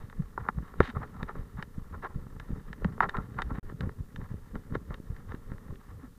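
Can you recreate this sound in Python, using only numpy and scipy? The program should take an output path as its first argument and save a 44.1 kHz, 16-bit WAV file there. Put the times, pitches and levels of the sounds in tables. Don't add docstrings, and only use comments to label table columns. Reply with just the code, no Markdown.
import sys
import numpy as np
from scipy import signal
from scipy.io import wavfile
from scipy.ndimage import uniform_filter1d

SR = 44100
rng = np.random.default_rng(int(sys.argv[2]) if len(sys.argv) > 2 else 0)


def store_pcm(level_fs):
    pcm = np.round(np.clip(level_fs, -1, 1) * 32767).astype(np.int16)
    wavfile.write(sys.argv[1], SR, np.atleast_2d(pcm).T)


N = 272532

# centre in seconds, peak level in dB, pitch in Hz, half length in ms.
JOLTS = [(.044, -35, 105, 5.1), (0.202, -21, 158, 4.9), (.222, -33, 123, 2.7), (0.379, -32, 169, 0.97),
         (.492, -31, 213, 3.7), (0.581, -24.5, 153, 4.2), (0.606, -32, 178, 1.4), (0.631, -31, 160, 1.4),
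         (0.895, -36, 245, 8.2), (0.969, -20.5, 116, 2.5), (1.23, -24.5, 133, 2.2), (1.394, -32, 130, 6.5),
         (1.569, -36, 100, 3.8), (1.591, -28, 163, 3.4), (1.783, -24, 140, 2), (2.162, -23, 129, 2.45),
         (2.268, -32.5, 141, 1.9), (2.367, -34.5, 91, 3.2), (2.507, -24.5, 115, 0.84),
         (2.533, -22.5, 113, 1.9), (2.706, -36, 159, 3.5), (2.828, -39, 129, 4.5), (2.856, -18.5, 190, 5.3),
         (2.937, -32, 140, 1.4), (3.012, -34.5, 225, 6.1), (3.04, -29.5, 99, 3), (3.187, -21.5, 157, 2.4),
         (3.321, -31.5, 87, 4.6), (3.366, -35.5, 136, 7), (3.389, -33, 172, 3.1), (3.517, -24, 192, 1.8),
         (3.585, -23.5, 162, 1.8), (3.726, -27.5, 148, 0.85), (3.747, -31.5, 132, 4.1),
         (3.809, -23, 135, 2.1), (3.822, -24.5, 114, 2), (3.849, -31, 116, 8), (3.874, -26, 180, 1.14),
         (4.007, -27, 122, 3.7), (4.189, -31.5, 152, 2.1), (4.231, -36, 140, 3.7), (4.317, -25, 109, 2.1),
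         (4.343, -25.5, 116, 0.77), (4.544, -33.5, 112, 2.4), (4.561, -21, 126, 1.2),
         (4.725, -22.5, 136, 1.8), (4.747, -33, 154, 1.9), (4.778, -33, 148, 1.4), (4.908, -29.5, 172, 2.7),
         (5.002, -28, 167, 0.88), (5.106, -26, 95, 2.7), (5.344, -23.5, 160, 1.05),
         (5.493, -37.5, 104, 4.9), (5.52, -25, 142, 1.55), (5.706, -35, 120, 5.8), (5.728, -30, 135, 0.91),
         (6.044, -39.5, 256, 9.4)]
def thumps():
    out, t = np.zeros(N + 8192), np.arange(-2048, 2048) / SR
    for (s, db, hz, ms), phase in zip(JOLTS, rng.random(len(JOLTS))):
        half = ms / 1000
        envelope = np.exp(-.5 * (t / (half * np.where(t < 0, .85, 1.2))) ** 2)
        sag = 1 - 0.07 * np.tanh(t / half)
        swing = np.cos(2 * np.pi * (hz * t * sag + phase))
        i = int(s * SR)
        out[i:i + 4096] += undb(db) * envelope * swing
    return out[2048:N + 2048]


# pitch in Hz, time to fall 60 dB in seconds, level in dB.
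MOUNT_MODES = [(77, 0.035, -13), (175, 0.023, -9.5)]
def heavy_blow(start_s=.8035):
    t = np.maximum(np.arange(N) / SR - start_s, 0)
    return sum(undb(db) * np.exp(-np.log(1000) * t / t60) * np.sin(2 * np.pi * hz * t)
               for hz, t60, db in MOUNT_MODES)


# start in seconds,
# level of the body modes in dB, then the hollow and the bright modes in dB relative to that.
BUCKLE_HITS = [(0.098, -48, -25, -4.5), (.126, -40.5, -13, -21), (.376, -21, -10, -51),
               (0.463, -38, -4, -41), (0.476, -39, -7, -37), (0.486, -15, -15, -28), (.584, -39, -4.5, -34),
               (0.738, -39, -5, -43), (.803, -11.5, 1, -21), (.827, -44, -32, -20), (.9, -38, -26, -3.5),
               (.967, -37.5, -15, -52), (1.229, -34.5, 0.5, -4.5), (1.292, -28.5, -13, -52),
               (1.353, -39.5, 2, -43), (1.625, -38, -5, 1.8), (2.266, -45, -3, -49),
               (2.363, -44.5, -7, -31), (2.398, -40, -7.5, -1.5), (2.729, -39, -5, -1.5),
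               (2.819, -46.5, 13, -34), (2.845, -27.5, -0.5, -11.5), (2.978, -38, 0, -36),
               (3.004, -8.5, -40, -30), (3.0315, -20.5, -35, -33), (3.088, -32, -3.5, -21),
               (3.093, -34, -28, 1.5), (3.168, -35.5, -5, -3.5), (3.387, -21.5, -42, -25.5),
               (3.419, -29, -14, -1.5), (3.583, -36.5, -6, -21), (3.697, -41, 0.5, -20),
               (3.807, -40.5, 3.5, 2.2), (3.892, -37.5, -4, -18), (4.16, -43.5, -22, 1.5),
               (4.214, -42, -26, -20), (4.554, -33.5, -1, -18.5), (4.722, -42, -5, -31),
               (4.752, -28, 6.5, -15.5), (4.905, -39, 4, -21), (4.942, -43, -7, -0.5),
               (5.164, -51.5, -7, -1.5), (5.319, -37, -3.5, -14.5), (5.347, -48.5, -7, -2),
               (5.517, -40, -0.5, -19), (5.581, -50, -3, -3.5), (5.706, -48, -2, -28),
               (5.756, -57.5, -10.1, 4)]
def knocks(rattle_db=-30, rattle_t60_s=0.039):
    drive, t = np.zeros((4, N + 8192)), np.arange(8192) / SR
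    rattle, chatter = (np.append(slips(rate, 0.79), np.zeros(8192)) for rate in (900, 6000))
    chance = rng.random((len(BUCKLE_HITS), 2))
    for (s, db, hollow_db, bright_db), (lag, rebound) in zip(BUCKLE_HITS, chance):
        i = int((s + .0006) * SR)
        span = slice(i, i + 8192)
        hit = undb(rattle_db) * rattle[span] * np.exp(-np.log(1000) * t / rattle_t60_s)
        hit[0] += 1
        hit[int(SR * .0025 * (.6 + lag))] += 0.11 * rebound
        group_db = np.array([[hollow_db], [0], [upper_db(bright_db)], [bright_db]])
        drive[:, span] += undb(db + group_db) * hit
        drive[2:, span] += undb(db + bright_db) * 0.11 * chatter[span] * np.exp(-(t / 0.0033) ** 2)
    return sum(ring_shell(x, modes) for x, modes in zip(drive, (HOLLOW, BODY, UPPER, BRIGHT)))


# pitch in Hz, width in Hz, relative dB.
SHELL_MODES = [(410.3, 126, 0.5), (610, 65, -19), (764, 142, -8), (907, 174, -3), (1100, 155, -1.5),
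               (1370, 129, -3), (1745, 283, -2), (2028, 510, -9), (2990, 750, 9.5), (3753, 280, -19.5),
               (3663, 206, 0.5), (4640, 2500, -8.5), (5180, 4100, -11), (7900, 1300, -16.5),
               (10300, 1000, -4)]
HOLLOW, BODY, UPPER, BRIGHT = ([mode for mode in SHELL_MODES if lo < mode[0] < hi]
                               for lo, hi in ((0, 700), (700, 1500), (1500, 2500), (2500, 20000)))
def ring_shell(drive, modes):
    t = np.arange(2048) / SR
    top_hz = modes[-1][0]
    ring = sum((-1) ** k * undb(db) * np.exp(-np.pi * width * t) * np.sin(2 * np.pi * hz * t)
               for k, (hz, width, db) in enumerate(modes))
    ring *= 1 - np.exp(-(t * top_hz / 0.43) ** 2)
    ring = signal.sosfilt(signal.butter(4, 1.02 * top_hz, fs=SR, output="sos"), ring)
    return signal.fftconvolve(drive, ring / np.abs(ring).max())[:N]


def upper_db(bright_db):
    return -3.5 + 0.43 * (bright_db + 21.0)


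# time in seconds, relative level in dB.
BRUSHING = [(0, -55), (.46, -60.5), (.8, -53), (1.7, -58.5), (2.8, -57.5), (3.55, -56.5), (3.7, -60.5),
            (4.7, -59), (5.9, -59.5), (6.18, -65.5)]
# start in seconds, length in ms, relative level in dB,
# offset for the bright modes in dB.
STRAP_DRAGS = [(.392, 27, -41, -33), (.435, 43, -43, -48), (.62, 110, -60, -26), (.812, 98, -44.5, -7),
               (0.953, 23.5, -31.5, -42), (1.003, 51, -39, -36), (1.138, 29, -50, -53),
               (1.198, 21, -37, -58), (1.277, 38, -37, -33), (1.345, 30, -48, -39), (1.574, 40, -42, -26),
               (1.934, 19, -34, -45), (2.029, 41.7, -34, -29), (2.092, 35, -51, -54), (2.41, 21, -61, -35),
               (2.548, 48, -56.5, -25), (2.836, 68, -52, -25), (2.92, 22, -48.5, -24),
               (3.015, 34, -22.5, -30.5), (3.05, 18, -35, -41), (3.099, 24, -54, -24),
               (3.137, 60.4, -32.5, -42), (3.21, 47, -58, -21), (3.378, 37, -30, -35),
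               (3.501, 17.7, -34.5, -45), (3.543, 46, -44.5, -24), (3.653, 66, -58.5, -25),
               (3.802, 79, -51.5, -27), (4.2, 70, -55.5, -26), (4.29, 45, -57, -19),
               (4.546, 27, -48.5, -25), (4.66, 57, -66, -28), (4.74, 23, -40.5, -21), (4.905, 34, -46, -35),
               (5.14, 80, -59, -21), (5.278, 83, -54, -23), (5.49, 55, -59, -23), (5.6, 120, -65, -31),
               (5.87, 79, -64, -30), (5.99, 81, -57.5, -28)]
def rubbing(swell_db_per_db=0.18, pivot_db=-45.5, drag_fade_db=-3):
    t = np.arange(N) / SR
    swell_db = swell_db_per_db * (shaking()[0] - pivot_db)
    body = undb(curves(BRUSHING)[0] + swell_db + 0.27 * wander(30))
    upper, bright = body * undb(-5.5), body * undb(-19)
    for s, ms, db, bright_db in STRAP_DRAGS:
        progress = (t - s) * 1000 / ms
        inside_ms = np.minimum(progress, 1 - progress) * ms
        grip = np.clip(inside_ms / 25.0 + 0.58, 0, 1) ** 2
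        drag = grip * undb(db + drag_fade_db * (np.clip(progress, 0, 1) - .5))
        body += drag
        upper += drag * undb(upper_db(bright_db))
        bright += drag * undb(bright_db)
    patchy = undb(0.86 * wander(200))
    low_grit, high_grit = slips(5000, 0.75) * patchy, slips(5000, 1.1) * patchy
    return (undb(-22.5) * ring_shell(low_grit * body, BODY)
            + undb(-20.5) * ring_shell(high_grit * upper, UPPER)
            + undb(-12.5) * ring_shell(high_grit * bright, BRIGHT)
            + undb(-31.5) * band(ring_shell(low_grit * body, HOLLOW), 360, 740))


def buffeting():
    rumble_db, flutter_db = shaking()
    gusts = slips(300, 0.86) * undb(0.66 * wander(40))
    sway_hz = 33 * 2 ** (0.34 * wander(30))
    sway = np.sin(2 * np.pi * np.cumsum(sway_hz) / SR)
    rumble = unit(sway + 0.44 * unit(band(rng.standard_normal(N), 13.6, 85.3)))
    soft_lumps = unit(band(band(gusts, 42, 245), 55, 310))
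    hollow = unit(band(ring_shell(gusts + 1.4 * rng.standard_normal(N), HOLLOW), 317, 760))
    flutter = undb(-5.5) * hollow + undb(6.5) * soft_lumps
    return undb(rumble_db) * rumble + undb(flutter_db) * flutter


# crest time in seconds, rumble level in dB,
# relative flutter level in dB, crest length in ms.
BOUNDS = [(0.0, -40, -47.5, 24), (0.204, -33.5, -54, 14), (.405, -39, -56, 16), (0.587, -35.5, -56, 16),
          (0.809, -31, -51, 5), (0.991, -40.5, -50, 54), (1.22, -39, -56, 35), (1.39, -34, -50, 10),
          (1.57, -40, -57.5, 20), (1.79, -35.5, -57, 5), (1.95, -44, -56.5, 69), (2.178, -34, -51, 9.1),
          (2.37, -45.5, -62, 110), (2.515, -33, -50, 9.9), (2.682, -40, -57, 13), (2.85, -31, -50, 23),
          (3.03, -41.5, -52.5, 60), (3.18, -32.5, -50, 13), (3.31, -44.5, -62, 7.3),
          (3.385, -37.5, -52, 22), (3.45, -36, -55, 27), (3.53, -36, -45, 7.6), (3.67, -39, -56.5, 51),
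          (3.851, -35.5, -46, 38), (4.008, -38, -53, 9.2), (4.21, -39, -52.5, 45), (4.34, -38.5, -54, 20),
          (4.43, -45, -67, 7.5), (4.552, -39, -52, 21), (4.742, -35.5, -45, 14), (4.92, -38, -50, 26),
          (5.115, -36.5, -58, 17), (5.31, -38, -59, 34), (5.511, -42, -55, 78), (5.709, -41.5, -51.5, 28),
          (5.94, -46.5, -59, 85), (6.07, -52, -60.5, 40)]
def bound_swells(column, calm_db, rise_db_per_s, fall_db_per_s):
    t = np.arange(0, N + 64, 64) / SR
    rows = np.array(BOUNDS)
    from_crest_s = t - rows[:, :1]
    outside_s = np.maximum(np.abs(from_crest_s) - rows[:, 3:] / 2000, 0)
    drop_db = outside_s * np.where(from_crest_s < 0, rise_db_per_s, fall_db_per_s)
    strongest = undb(rows[:, [column]] - drop_db).max(axis=0)
    gain = np.interp(np.arange(N) / SR, t, strongest)
    return 20 * np.log10(np.hypot(gain, undb(calm_db)))


# time in seconds, rumble level in dB, relative flutter level in dB.
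CALM_WIND = [(0, -53, -66), (.9, -56, -56.5), (1.8, -50, -62), (2.7, -61, -58.5), (3.4, -57, -56),
             (4.1, -66, -67), (5.1, -52, -57.5), (5.8, -57, -62.5), (6.18, -56.5, -73)]
def shaking():
    rumble_db, flutter_db = curves(CALM_WIND)
    return (bound_swells(1, rumble_db, rise_db_per_s=312, fall_db_per_s=231),
            bound_swells(2, flutter_db, rise_db_per_s=209, fall_db_per_s=162))


def slips(per_s, spread_db):
    size = undb(spread_db * rng.exponential(size=N)) * rng.standard_normal(N)
    return unit(size * (rng.random(N) < per_s / SR))


def wander(per_s):
    hold = int(SR / per_s)
    steps = np.repeat(rng.standard_normal(N // hold + 1), hold)
    return 3.7 * uniform_filter1d(uniform_filter1d(steps, hold), hold)[:N]


def undb(db):
    return 10 ** (np.asarray(db) / 20)


def unit(x):
    return x / np.sqrt(np.mean(x ** 2))


def curves(table):
    times, *columns = np.transpose(table)
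    return [np.interp(np.arange(N) / SR, times, column) for column in columns]


def band(x, lo_hz, hi_hz):
    return signal.sosfilt(signal.butter(2, [lo_hz, hi_hz], "bandpass", fs=SR, output="sos"), x)


def scene():
    return (thumps() + heavy_blow() + knocks() + rubbing() + buffeting())[None]


def record(dry, hiss_db=-69.5, dropout_s=(3.5965, 3.629), top_hz=15050):
    t = np.arange(N) / SR
    hiss = undb(hiss_db) * rng.standard_normal(N)
    gate = np.clip(np.maximum(dropout_s[0] - t, t - dropout_s[1]) / .001, .003, 1)
    lowpass = signal.ellip(8, .2, 70, top_hz, fs=SR, output="sos")
    return signal.sosfilt(lowpass, (dry + hiss) * gate)


dry = scene()
out = record(dry)
store_pcm(out)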